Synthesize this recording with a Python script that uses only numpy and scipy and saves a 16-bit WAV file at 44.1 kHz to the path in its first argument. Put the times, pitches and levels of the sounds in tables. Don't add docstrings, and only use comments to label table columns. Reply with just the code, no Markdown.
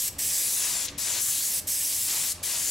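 import sys
import numpy as np
from scipy import signal
from scipy.fft import rfft, irfft
from scipy.io import wavfile
from scipy.ndimage import uniform_filter1d

SR = 44100
rng = np.random.default_rng(int(sys.argv[2]) if len(sys.argv) > 2 else 0)


def volts(x):
    e = np.asarray(x, float) / 20
    return 10 ** e


def master(y):
    cut = np.clip(np.atleast_2d(y).T, -1, 1)
    pcm = np.round(cut * 32767)
    wavfile.write(sys.argv[1], SR, pcm.astype(np.int16))


N = 119070
HOP = 128


def evened(x):
    return x / np.sqrt(np.mean(np.abs(x) ** 2) + 1e-20)


def read(points, hz):
    f, value = np.transpose(points)
    return np.interp(np.log(hz + 1), np.log(f + 1), value)[:, None]


def noise(level_db, same, balance_db=0., phase_rad=0., size=512):
    hop = size // 4
    a, b, c, d = rng.standard_normal((N // hop + 5, size // 2 + 1, 4)).T
    same = np.clip(same, 0, 1)
    one, other = a + 1j * b, c + 1j * d
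    half = volts(balance_db / 2) * np.exp(.5j * phase_rad)
    left = one * half
    right = (same * one + np.sqrt(1 - same ** 2) * other) / half
    z = np.array([left, right]) * volts(level_db)
    return signal.istft(z, nperseg=size, noverlap=size - hop)[1][:, :N]


def patches(shape, bins, frames):
    field = rng.standard_normal(shape[::-1]).T
    for _ in range(2):
        field = uniform_filter1d(uniform_filter1d(field, bins, 0), frames, 1)
    return evened(field)


def ports(hz, place):
    # freq_hz, left_minus_right_db, left_lead_rad, likeness
    at_right = [(300, -.3, .1, 1), (1100, -3.5, .5, .88), (1550, -.6, .6, .82), (2200, -.7, .15, .97),
                (4700, -1.2, 0, .99), (7700, -.2, 0, 1), (11000, .2, -.4, .95), (15000, .5, -.7, .87)]
    at_centre = [(300, -.4, .1, 1), (1100, -.5, .35, .93), (1550, 0, .05, .99), (4700, 0, 0, 1),
                 (7700, 1.3, .3, .98), (9200, 3, .2, .97), (11000, 3, 0, .99), (15000, 1.5, 0, .99)]
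    at_left = [(300, 0, .15, 1), (700, 2.8, .2, .97), (1550, 5.2, 0, .88), (2200, 2.6, 0, .96),
               (4700, 4.2, .1, .97), (6200, 4, .45, .91), (9200, 5, 1.2, .88), (15000, 4.2, 2.0, .66)]
    centre = .4
    right = np.clip(1 - place / centre, 0, 1)
    left = np.clip((place - centre) / (1 - centre), 0, 1)

    def column(table, k):
        return read([(row[0], row[k]) for row in table], hz)

    return [right * column(at_right, k) + (1 - right - left) * column(at_centre, k) + left * column(at_left, k)
            for k in (3, 1, 2)]


def swing(t):
    # time_s, jet_db, cap_turn (0 right - 1 left), contact_db
    path = [(0, -27.5, 0.19, -16.5), (.2, -28, 0, -13), (.4, -26.5, 0.26, -7.5), (.56, -27, 0.48, -8),
            (.63, -27, 0.7, 0), (.85, -32.5, 0.74, -6), (1.0, -31.5, 0.39, -9), (1.08, -30, 0.91, -2),
            (1.19, -29.5, 0.76, -1), (1.23, -26, .7, -14), (1.6, -28, 0, -10.5), (2.04, -28, 0.18, -18.5),
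            (2.089, -27.5, 0.37, -1.5), (2.24, -28.5, 0.48, -3), (2.3, -28.5, 0.34, -9),
            (2.45, -30, 0.32, -7), (2.55, -31, 0.63, -2.5), (2.7, -28, 1, -9)]
    time_s, *columns = np.transpose(path)
    return [np.interp(t, time_s, column) for column in columns]


def air(spectrum, patch_db, flicker_db):
    # time_s, place (0 right - 1 left)
    gun_place = [(0, .25), (.2, 0), (.4, .17), (.54, .4), (.65, .72), (.85, 1), (1.02, 1), (1.2, .75),
                 (1.33, .4), (1.55, .05), (1.75, 0), (2.0, .27), (2.17, .43), (2.3, .75), (2.48, .88),
                 (2.7, .7)]
    hz, t = np.fft.rfftfreq(512, 1 / SR), np.arange(N // HOP + 5) * HOP / SR
    field = spectrum(hz, swing(t)[1])
    field = field - 10 * np.log10(np.mean(volts(field) ** 2, axis=0))
    shape = (len(hz), len(t))
    field = field + patch_db * patches(shape, bins=6, frames=14)
    field = field + flicker_db * patches(shape, bins=50, frames=2)
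    return evened(noise(field, *ports(hz, np.interp(t, *np.transpose(gun_place)))))


def trigger(t):
    # open_s, shut_s
    pulls = [
        (-.3, 0.084),
        (0.181, 0.8586),
        (0.975, 1.592),
        (1.667, 2.321),
        (2.425, 3.0),
    ]
    open_s, open_curve, shut_s = 0.0098, 1.7, 0.015
    bleed_db, bleed_s = -14, .028
    flow = 0
    for on, off in pulls:
        rise = np.clip((t - on) / open_s, 0, 1) ** open_curve
        valve = np.clip(1 - (t - off) / shut_s, 0, 1)
        bleed = volts(bleed_db) * np.exp(-np.maximum(t - off, 0) / bleed_s)
        flow = flow + rise * np.maximum(valve, bleed)
    return flow


def gun(t):
    # freq_hz, level_db
    jet_right = [(600, -26), (1000, -25), (1420, -23), (1800, -12), (4670, -7), (8080, 1), (11200, -0.5),
                 (15800, -5.5)]
    jet_left = [(600, -42), (1000, -21), (1420, -12), (1800, -18.5), (3500, -14), (7340, 1), (9920, -4),
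                (15800, -6.5)]
    # right_hz, left_hz, width_hz, level_db
    cap_ridges = [(8100, 6800, 750, 2.4), (11400, 9400, 750, 3.2), (9500, 8400, 400, -2),
                  (5700, 2300, 500, 4), (13300, 11500, 600, 1.5)]
    # freq_hz, level_db
    roar_spectrum = [(150, -10.5), (500, -4.5), (1100, -1), (1450, -1), (2000, 1.5), (4000, 3.5), (6000, 6),
                     (10000, -34)]
    roar_db = -35
    shade_hz, shade_db = 12400, -4.5

    def jet(hz, turn):
        right, left = read(jet_right, hz), read(jet_left, hz)
        field = right + turn * (left - right)
        for right_hz, left_hz, width_hz, db in cap_ridges:
            centre_hz = right_hz + turn * (left_hz - right_hz)
            field = field + db * np.exp(-.5 * ((hz[:, None] - centre_hz) / width_hz) ** 2)
        contact = volts(swing(np.arange(len(turn)) * HOP / SR)[2])
        return field + shade_db * contact / (1 + (shade_hz / (hz[:, None] + 1)) ** 8)

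    def on_paper(hz, turn):
        return read(roar_spectrum, hz)

    level_db, _, contact_db = swing(t)
    hiss = volts(level_db) * air(jet, patch_db=1.71, flicker_db=0.8)
    roar = volts(roar_db + contact_db) * air(on_paper, patch_db=-0.5, flicker_db=1.0)
    return trigger(t) * (hiss + roar)


def booth(x):
    # freq_hz, t60_s
    decay = [(1000, .36), (3000, .29), (8000, .26), (15000, .2)]
    # freq_hz, likeness
    tail_same = [(300, 0.5), (1200, 0.56), (4000, 0.58), (9000, 0.66), (15000, 0.36)]
    t = np.arange(N // 64 + 5) * 64 / SR
    hz = np.fft.rfftfreq(256, 1 / SR)
    tail = noise(-60 * t / read(decay, hz), read(tail_same, hz), size=256)[:, :SR // 2]
    tail[:, :200] = 0
    return signal.fftconvolve(x.mean(0)[None], tail / np.linalg.norm(tail[0]), axes=1)[:, :N]


def fan(t):
    # freq_hz, level_db
    rumble = [(18, -39), (30, -0.5), (113, 0), (629, -11), (1140, -12), (1870, -14.5), (6360, -19.5),
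              (15000, -50)]
    # freq_hz, likeness
    rumble_same = [(100, 1), (400, .99), (1200, .8), (6000, .6)]
    # freq_hz, rms_db
    hum_lines = [(86.1, -63), (285.3, -67), (516.8, -71.5), (613.7, -69)]
    rumble_db = -52
    hz = np.fft.rfftfreq(2048, 1 / SR)
    field = read(rumble, hz) + 1.27 * patches((len(hz), N // 512 + 5), bins=20, frames=6)
    out = volts(rumble_db) * evened(noise(field, read(rumble_same, hz), size=2048))
    for line_hz, db in hum_lines:
        drift, swell = evened(uniform_filter1d(rng.standard_normal((2, N)), 5000, axis=1))
        phase_rad = 2 * np.pi * np.cumsum(line_hz + 3 * drift) / SR
        out = out + volts(db + 4.4 * swell) * np.sqrt(2) * np.sin(phase_rad)
    return out


def paper_flaps(t):
    # start_s, decay_s, level_db
    flaps = [
        (0.871, .008, -41),
        (0.881, 0.012, -35.5),
        (2.346, 0.0093, -40.5),
    ]
    # freq_hz, level_db
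    rustle = [(1000, -30), (2000, -8), (3500, 0), (6500, -1), (8500, -14), (15000, -30)]
    envelope = 0
    for start_s, decay_s, db in flaps:
        rise = np.clip((t - start_s) / 0.0015, 0, 1)
        envelope = envelope + volts(db) * rise * np.exp(-np.maximum(t - start_s, 0) / decay_s)
    return envelope * air(lambda hz, turn: read(rustle, hz), patch_db=1.1, flicker_db=4)


def scene():
    t = np.arange(N) / SR
    booth_db = -12.5
    near = gun(t) + paper_flaps(t)
    return near + volts(booth_db) * booth(near) + fan(t)


def band_limit(x):
    return signal.sosfilt(signal.butter(12, 16670, fs=SR, output="sos"), x)


def record(dry):
    duck_from_db, duck_share, recover_db_per_s, makeup_db = -43, 0.34, 166, 6.5
    edge_hz = 15830
    notch_hz, notch_width_hz, notch_db = 1390, 90, -4
    power_db = 10 * np.log10(abs(uniform_filter1d((dry ** 2).mean(0), 600)) + 1e-12)
    fall_db = np.arange(N) * recover_db_per_s / SR
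    held_db = np.maximum.accumulate(power_db + fall_db) - fall_db
    over_db = np.maximum(held_db - duck_from_db, 0)
    ducked = dry * volts(makeup_db - duck_share * uniform_filter1d(over_db, 300))
    low_pass = signal.firwin(1023, edge_hz, window=("kaiser", 9), fs=SR)
    out = signal.oaconvolve(ducked, low_pass[None], "same")
    hz = np.fft.rfftfreq(N, 1 / SR)
    dip_db = notch_db * np.exp(-.5 * ((hz - notch_hz) / notch_width_hz) ** 2)
    return band_limit(irfft(rfft(out) * volts(dip_db), N))


dry = scene()
out = record(dry)
master(out)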